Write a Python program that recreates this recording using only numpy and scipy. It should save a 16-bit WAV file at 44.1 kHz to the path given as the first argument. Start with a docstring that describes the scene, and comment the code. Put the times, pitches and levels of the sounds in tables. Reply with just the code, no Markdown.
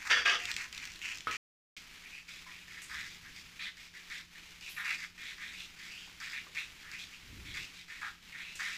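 """A kitchen knife crunches through an onion over a glass bowl: bursts of tiny fractures, resonated and coloured.
Before it, dry lentils slide and tick as small contacts in a glass bowl whose scuffs ring its modes.
A short silence parts the two scenes. Juice fizzes, bits tick and a few knocks land among the cuts.
A small room with short echoes, a close hand-held microphone that rumbles, a faint rustle throughout,
and a low hum behind the onion."""
import sys
import numpy as np
from scipy import signal
from scipy.io import wavfile
from scipy.ndimage import uniform_filter1d

SR = 44100
rng = np.random.default_rng(int(sys.argv[2]) if len(sys.argv) > 2 else 0)


def digitize_waveform(pressure):
    """Quantize a signal to 16-bit integers and store it at the path in sys.argv[1].

    Rows of a 2-D input are taken as channels; values are limited to [-1, 1].
    """
    field = np.atleast_2d(pressure).T
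    bounded = np.clip(field, -1, 1)
    quanta = np.round(bounded * 32767).astype(np.int16)
    wavfile.write(sys.argv[1], SR, quanta)


N = 387146
TIME = np.arange(N) / SR

# Lentils sliding over each other. Each row: start in seconds, length in seconds, level in dB, pitch in Hz.
LENTIL_SLIDES = [(0, 0.057, -48, 1880), (0.052, .07, -40, 1640), (0.389, 0.093, -44, 2460),
                 (0.476, 0.049, -40.5, 2060), (0.563, 0.097, -42.5, 2100), (0.729, .19, -49, 2300),
                 (1.016, 0.15, -43, 2650), (1.313, 0.053, -40, 2400)]
# The bowl scuffing over the table. Each row: start, peak and end in seconds, level in dB,
# contact point on the bowl (0-1), fall from the peak to the end in dB.
BOWL_SCUFFS = [(0.099, 0.115, 0.22, -27, 0, 16), (0.251, 0.263, 0.36, -27.5, 0.82, 5.5)]
# Modes of the glass. Each row: pitch in Hz, time to fall 60 dB in seconds,
# relative level in dB when touched at contact point 0, and at contact point 1.
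GLASS_MODES = [(716, 0.23, -14.5, 2), (1223, 0.15, -19.5, 11.5), (1310, 0.082, -11, 7),
               (1634, 0.05, -3.5, 14.5), (1696, 0.25, 8.5, 1), (1821, 0.1, 13.5, -7.5),
               (2166, 0.21, 4, -13), (2552, 0.097, -11, 14.5), (2850, 0.13, -9.5, 3), (3365, 0.19, 8, -9.5),
               (4644, 0.049, 6, 0)]
# Single lentils and bits of onion that tick. Each row: time in seconds, peak in dB ahead of the room.
LOUD_TICKS = [(0.4546, -20.5), (0.515, -21.5), (0.565, -22), (0.7274, -28.5), (0.7782, -27), (0.8533, -28),
              (1.2068, -31.5), (1.311, -27.5), (2.82, -43.5), (3.147, -36), (4.5078, -40), (6.915, -47)]
# Dull knocks on the bowl. Each row: time in seconds, level of the note in dB, pitch in Hz, decay time in seconds.
BOWL_KNOCKS = [(1.271, -26.5, 1274, 0.0092), (2.465, -50, 1035, 0.011), (6.075, -50.5, 880, 0.0025),
               (6.468, -44, 1040, 0.0015)]
# Knife strokes. 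Each row: start in seconds, length in seconds, place of the peak (0-1), crunch level in dB,
# crunch pitch at the start in Hz, rasp level in dB, fizz level in dB.
KNIFE_STROKES = [(1.763, 0.016, 0.05, -49.5, 2620, -48, -50), (2.037, .04, 0.6, -52.5, 2070, -68, -73),
                 (2.112, 0.1, .65, -50.5, 2200, -62, -60.5), (2.277, 0.12, 0.08, -51.5, 1990, -53.5, -56.5),
                 (2.464, 0.17, 0.3, -53.5, 2020, -60, -64), (2.68, 0.17, 0.54, -52, 1750, -59, -60.5),
                 (2.894, 0.18, 0.32, -44.5, 1590, -50.5, -53), (3.064, 0.096, 0.3, -59, 1810, -56.5, -56.5),
                 (3.23, 0.077, 0.7, -55.5, 1880, -68, -65), (3.348, 0.07, .4, -55, 2250, -57, -55),
                 (3.593, 0.1, 0.22, -43.5, 2000, -44.5, -66), (3.77, 0.12, 0, -57.5, 1950, -59.5, -59.5),
                 (3.939, 0.083, 0.2, -53, 1830, -62, -61), (4.1, .11, 0.14, -46, 1800, -49.5, -54),
                 (4.337, 0.071, .5, -57, 2150, -62, -73), (4.61, 0.12, .45, -50, 2500, -52, -54.5),
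                 (4.764, 0.1, 0.24, -41.5, 1800, -49.5, -59), (4.846, .11, 0.48, -36.5, 1970, -45, -48),
                 (4.982, 0.068, 0.98, -43.5, 1920, -51.5, -52), (5.178, .16, 0.75, -47.5, 1910, -50, -57.5),
                 (5.38, 0.17, 0.33, -47.5, 1850, -52, -59), (5.535, 0.13, 0.55, -51, 2540, -49.5, -56),
                 (5.788, .13, 0.22, -51.5, 1890, -55, -56), (5.9, 0.17, 0.56, -51, 2660, -64, -57.5),
                 (6.202, 0.13, 0.2, -45.5, 1780, -50, -51), (6.329, 0.086, 0.12, -42.5, 2060, -49.5, -63),
                 (6.549, 0.095, 0.4, -40, 2340, -44.5, -54), (6.827, 0.11, 0.7, -54, 1630, -77, -68),
                 (6.916, 0.07, 0.3, -46, 2070, -55, -53.5), (6.989, 0.062, 0.04, -50, 2500, -47, -52.5),
                 (7.119, 0.047, .45, -52.5, 2500, -66, -61), (7.448, 0.13, 0.18, -52.5, 2080, -51, -62),
                 (7.541, .11, 0.23, -43, 2280, -47.5, -51), (7.736, 0.1, 0.5, -55.5, 2210, -54.5, -59),
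                 (7.882, 0.12, 0.2, -49.5, 1740, -57.5, -60.5),
                 (8.015, 0.079, 0.16, -41.5, 1480, -51, -57.5), (8.323, 0.25, 0.26, -48, 2070, -53.5, -64),
                 (8.591, 0.17, 0.11, -40.5, 1660, -46, -49)]
# Spurts of juice. Each row: start in seconds, level in dB, pitch in Hz, decay time in seconds.
JUICE_SPURTS = [(2.819, -54, 7300, 0.074), (4.694, -57.5, 11900, 0.15), (8.555, -55.5, 6600, 0.14)]
# Body of the onion, also used on the lentils' swish. Each row: frequency in Hz, gain in dB.
BODY_SPECTRUM = [(520, -16.5), (820, 2), (2700, 8), (4500, -6.5)]
# Wet fizz of the cut. Each row: frequency in Hz, gain in dB.
FIZZ_SPECTRUM = [(3000, -24), (4700, 10), (5700, 2), (7800, -4.5), (8600, -15.5), (15000, -18)]
# Grit of lentils under a scuff. Each row: frequency in Hz, gain in dB.
GRIT_SPECTRUM = [(100, -47), (480, -14), (620, -21.5), (950, -21), (1300, -5.5), (1900, -2), (3300, -4),
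                 (4000, -18), (5700, -13.5), (8500, -33), (15000, -48)]
# One hard little contact. Each row: frequency in Hz, gain in dB.
SNAP_SPECTRUM = [(900, -17.5), (2500, 4), (7000, -1.5), (10000, -20)]
# Faint rustle near the microphone. Each row: frequency in Hz, gain in dB.
RUSTLE_SPECTRUM = [(25, 2.5), (118, -15.5), (190, -7), (404, -11.5), (543, -18), (1100, -10.5),
                   (2300, -0.5), (7280, -13), (8550, -20), (15000, -23.5)]
# Rumble of the hand-held microphone. Each row: frequency in Hz, gain in dB.
RUMBLE_SPECTRUM = [(20, -5), (60, 2.5), (200, -7.5), (350, -12.5), (700, -38)]
# How hard the microphone is handled. Each row: time in seconds, mean rumble level in dB.
HANDLING_LEVEL = [(1.2, -63.5), (1.8, -71), (2.7, -70.5), (2.95, -61), (4, -70.5), (7.2, -66), (7.3, -52),
                  (7.64, -55), (7.75, -69)]
# Moments when the hands rest and their rustle dips. 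Each entry: time in seconds.
HAND_RESTS = [2.25, 3.745, 3.91, 4.285, 5.135, 7.85, 8.19]
# Tail of the small room. Each row: frequency in Hz, time to fall 60 dB in seconds.
ROOM_DECAY = [(200, 0.55), (2100, 0.17), (5500, 0.34), (14000, 0.019)]

SILENCE_START_S, SILENCE_END_S = 1.369, 1.766
EDGE_HZ = 15400  # top of the treble
RUSTLE_DB, HUM_DB, HUM_HZ = -54.5, -71.5, 174  # mean levels and pitch
STRAY_FROM_S, STRAY_TO_S, STRAY_DB = .44, 1.2, -37  # lentils that tick at random; their mean peak level
SWELL_DB, EASE_DB, RELEASE_S = 6.5, 7.5, 0.011  # a stroke grows to its peak, eases and lets go
BITE_DB, BITE_S = 1, 0.0094  # stronger first fractures as the blade enters, and their decay time
CATCH_DB, CATCH_S = 12, 0.0012  # brief extra burst of fizz as the blade bites, and its decay time
GLIDE_PER_S = 1.4  # climb of the crunch, in natural log of pitch each second
WANDER, WANDER_PER_S = 0.093, 41  # wavering pitch: share of the pitch, changes each second
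WIDTH_HZ, USUAL_DB, WIDEN_PER_DB = 930, -49, .025  # crunch width at the usual level; harder strokes are wider
RASP_HZ, RASP_WIDTH_HZ, RASP_FOLLOW = 3310, 1350, 0.41  # upper resonance; how far it follows the crunch


def gain_of(db):
    """Decibels to amplitude."""
    return 10 ** (np.asarray(db) / 20)


def evened(x):
    """Scales to rms 1."""
    return x / np.sqrt(np.mean(x ** 2) + 1e-20)


def over(x, length):
    """Scales a sound so that its energy equals rms 1 held for the given time (at least 10 ms)."""
    return x / np.sqrt(np.sum(x ** 2) / (max(length, .01) * SR) + 1e-20)


def read(points, hz):
    """Reads a table on a log-frequency axis."""
    f, value = np.transpose(points)
    return np.interp(np.log(hz + 1), np.log(f + 1), value)


def add(mix, s, sound):
    """Mixes a sound in at time s."""
    part = mix[max(round(s * SR), 0):][:len(sound)]
    part += sound[:len(part)]


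def colour(x, points, size=4096):
    """Causal minimum-phase filter with the given spectrum, so that clicks stay sharp."""
    hz = abs(np.fft.fftfreq(size, 1 / SR))
    log_gain = np.log(gain_of(read(points, hz)))
    response = np.exp(np.conj(signal.hilbert(log_gain)))
    taps = np.fft.ifft(response).real[:size // 2]
    return signal.fftconvolve(x, taps)[:len(x)]


def resonate(x, hz, width):
    """A resonance of gain 1 that can follow a moving pitch: shift to zero, smooth, shift back."""
    turn = np.exp(2j * np.pi * np.cumsum(hz * np.ones(len(x))) / SR)
    r = np.exp(-np.pi * width / SR)
    return 2 * (turn * signal.lfilter([1 - r], [1, -r], x / turn + 1e-18)).real


def band(x, hz, width):
    """A resonance applied twice, for steep sides."""
    return resonate(resonate(x, hz, width), hz, width)


def drift(t, rate):
    """Random wander of about unit size, with the given number of turning points each second."""
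    knots = rng.standard_normal(4096)
    return np.interp(t * rate, np.arange(len(knots)), knots)


def crackle(t, per_s, spread_db, clump_db, clumps_per_s=130):
    """Tiny fractures or slips of uneven size, whose strength comes in clumps."""
    spread = spread_db * np.minimum(rng.exponential(1, len(t)), 4)
    size = gain_of(spread + clump_db * drift(t, clumps_per_s))
    sign = rng.choice([-1, 1], len(t))
    return size * sign * (rng.random(len(t)) < per_s / SR)


def push(t, rise, length, start_db, fall_db, release):
    """Force of one movement: it grows to a peak, eases and lets go."""
    moments = [0, max(rise, .002), max(length, rise + .004)]
    level_db = np.interp(t, moments, [-start_db, 0, -fall_db])
    return gain_of(level_db) * np.exp(-np.maximum(t - length, 0) / release)


def slides(per_s=2200, spread_db=2.0, clump_db=2, width_hz=1600, peak=0.67, snap_db=-6):
    """Lentils pour over each other: separate hard little contacts inside a hollow swish."""
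    out, t = np.zeros(N), np.arange(SR // 2) / SR
    for start, length, db, hz in LENTIL_SLIDES:
        force = push(t, peak * length, length, 3.5, 9, RELEASE_S)
        grains = crackle(t, per_s, spread_db, clump_db) * force
        swish = over(colour(band(grains, hz, width_hz), BODY_SPECTRUM), length)
        snaps = over(colour(grains, SNAP_SPECTRUM), length)
        add(out, start, gain_of(db) * (swish + gain_of(snap_db) * snaps))
    return out


def background(sway_db=-0.5, lumps_db=2):
    """A crackling rustle that dips when the hands rest, a wavering hum and the rumble of handling."""
    rustle = evened(colour(crackle(TIME, 14000, 3.8, 1.0), RUSTLE_SPECTRUM))
    rustle *= gain_of(RUSTLE_DB + sway_db * drift(TIME, 20))
    rest = sum(np.exp(-((TIME - s) * 20) ** 2) for s in HAND_RESTS)
    turns = np.cumsum(HUM_HZ + 4 * drift(TIME, 16)) / SR
    hum = gain_of(HUM_DB + 1.8 * drift(TIME, 14)) * evened(np.sin(2 * np.pi * turns))
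    handling_db = np.interp(TIME, *np.transpose(HANDLING_LEVEL)) + lumps_db * drift(TIME, 25)
    rumble = gain_of(handling_db) * evened(colour(rng.standard_normal(N), RUMBLE_SPECTRUM))
    return rustle * gain_of(-6 * rest) + hum * (TIME > SILENCE_END_S) + rumble


def room(x, wet_db):
    """The small room adds a dense tail of random echoes, each band dying at its own speed."""
    taps = rng.choice([-1., 1.], SR // 2) * (rng.random(SR // 2) < 4000 / SR)
    taps[:round(.004 * SR)] = 0  # gap ahead of the first echo
    hz, t, z = signal.stft(taps, SR, nperseg=256)
    decay = gain_of(-60 * t / read(ROOM_DECAY, hz)[:, None])
    tail = signal.istft(z * decay, SR, nperseg=256)[1]
    echoes = signal.fftconvolve(x, tail / np.linalg.norm(tail))[:N]
    wet = gain_of(wet_db)
    return (x + wet * echoes) / np.hypot(1, wet)


def scuffs(ring_db=-6.0, grit_db=-3):
    """The foot of the bowl sticks and slips; each slip rings the glass and rattles the lentils."""
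    out, t = np.zeros(N), np.arange(SR // 2) / SR
    for start, peak, end, db, contact, fall_db in BOWL_SCUFFS:
        length = end - start
        slips = crackle(t, 2600, 1.44, 1.4) * push(t, peak - start, length, 7.5, fall_db, .02)
        blow = colour(slips, [(5000, 1.0), (9000, -23.5)])
        blow *= np.exp(-t / 0.16)  # later slips strike the glass more weakly
        ring = np.zeros(len(t))
        for hz, t60, db_at_0, db_at_1 in GLASS_MODES:
            mode_db = db_at_0 + contact * (db_at_1 - db_at_0)
            ring += gain_of(mode_db) * evened(resonate(blow, hz, 2.2 / t60))
        ring = over(ring, length)
        grit = over(colour(slips, GRIT_SPECTRUM), length)
        add(out, start, gain_of(db) * (gain_of(ring_db) * ring + gain_of(grit_db) * grit))
    return out


def ticks(snap_s=0.0018, spread_db=3, count=26):
    """Each tick is a dying snap of coloured noise; fainter strays fall at random among the lentils."""
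    out, t = np.zeros(N), np.arange(2048) / SR
    strays = []
    for _ in range(count):
        s = rng.uniform(STRAY_FROM_S, STRAY_TO_S)
        strays.append((s, STRAY_DB + spread_db * rng.standard_normal()))
    for s, db in list(LOUD_TICKS) + strays:
        snap = colour(rng.standard_normal(len(t)) * np.exp(-t / snap_s), SNAP_SPECTRUM)
        add(out, s, gain_of(db) * snap / abs(snap).max())
    return out


def knocks(thump_hz=420, thump_width_hz=380, thump_s=0.03, thump_db=-20, crack_db=-10):
    """A damped note of the bowl, a thump of the table and a rattle of contact."""
    out, t = np.zeros(N), np.arange(SR // 5) / SR
    for s, db, hz, ring_s in BOWL_KNOCKS:
        contact = rng.standard_normal(len(t))
        note = np.sin(2 * np.pi * hz * t) * np.exp(-t / ring_s)
        thump = resonate(resonate(contact, thump_hz, thump_width_hz), thump_hz, 2 * thump_width_hz)
        thump = evened(thump) * np.exp(-t / thump_s)
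        crack = resonate(resonate(contact, 1.06 * hz, 330), 2.3 * hz, 1700)
        crack = evened(crack) * np.exp(-t / (6 * ring_s))
        add(out, s, gain_of(db) * (note + gain_of(thump_db) * thump + gain_of(crack_db) * crack))
    return out


def strokes(per_s=2800, spread_db=2, clump_db=1.0, fizz_grain_db=4.5):
    """Each stroke is a burst of tiny fractures heard as a climbing crunch, a higher rasp and a wet fizz."""
    out, t = np.zeros(N), np.arange(SR // 2) / SR
    for start, length, peak, db, start_hz, rasp_db, fizz_db in KNIFE_STROKES:
        force = push(t, peak * length, length, SWELL_DB, EASE_DB, RELEASE_S)
        bite = gain_of(BITE_DB * np.exp(-t / BITE_S))
        clicks = crackle(t, per_s, spread_db, clump_db) * force * bite

        climb = GLIDE_PER_S * np.minimum(t, length)
        hz = start_hz * np.exp(climb + WANDER * drift(t, WANDER_PER_S))
        width_hz = WIDTH_HZ * np.exp(WIDEN_PER_DB * (db - USUAL_DB))
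        crunch = colour(band(clicks, hz, width_hz), BODY_SPECTRUM)

        rasp = band(clicks, RASP_HZ * (hz / start_hz) ** RASP_FOLLOW, RASP_WIDTH_HZ)
        rasp *= np.minimum(.5 + t / length, 1)  # the rasp comes up later than the crunch

        catch_db = CATCH_DB * np.exp(-t / CATCH_S)
        grain_gain = gain_of(catch_db + fizz_grain_db * drift(t, 1500))
        fizz = colour(clicks / np.sqrt(force) * grain_gain, FIZZ_SPECTRUM)  # follows the force less closely

        for level_db, layer in (db, crunch), (rasp_db, rasp), (fizz_db, fizz):
            add(out, start, gain_of(level_db) * over(layer, length))
    return out


def hollow(x, ring_db=-6.5, width_hz=28):
    """The glass below answers at the pitches of its own modes, with the overall level kept."""
    answer = sum(gain_of(ring_db) * resonate(x, mode[0], width_hz) for mode in GLASS_MODES)
    return evened(x + answer) * np.sqrt(np.mean(x ** 2))


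def spurts(width_hz=4500, burst_db=9):
    """Juice sprays as the blade breaks into a fresh layer: a sudden fizz that dies away."""
    out, t = np.zeros(N), np.arange(SR // 2) / SR
    for s, db, hz, decay_s in JUICE_SPURTS:
        burst = gain_of(burst_db * np.exp(-t / BITE_S))
        spray = crackle(t, 9000, 2.5, 2.6) * np.exp(-t / decay_s) * burst
        add(out, s, gain_of(db) * over(band(spray, hz, width_hz), decay_s))
    return out


def scene():
    """Lentils, then onion, in a small room, heard in mono on both channels."""
    onion = room(hollow(strokes() + spurts()), wet_db=-8.5)
    lentils = room(slides() + scuffs() + ticks() + knocks(), wet_db=-9.0)  # knocks also fall among the cuts
    mix = onion + lentils + background()
    return np.array([mix, mix])


def record(dry):
    """The sound stops between the two scenes, with edges of about 1 ms; then the treble is cut off."""
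    sounding = (TIME < SILENCE_START_S) | (TIME > SILENCE_END_S)
    running = uniform_filter1d(sounding * 1., size=40)
    low_pass = signal.firwin(511, EDGE_HZ, window=("kaiser", 9), fs=SR)
    return signal.oaconvolve(dry * running, low_pass[None], "same")


dry = scene()
out = record(dry)
digitize_waveform(out)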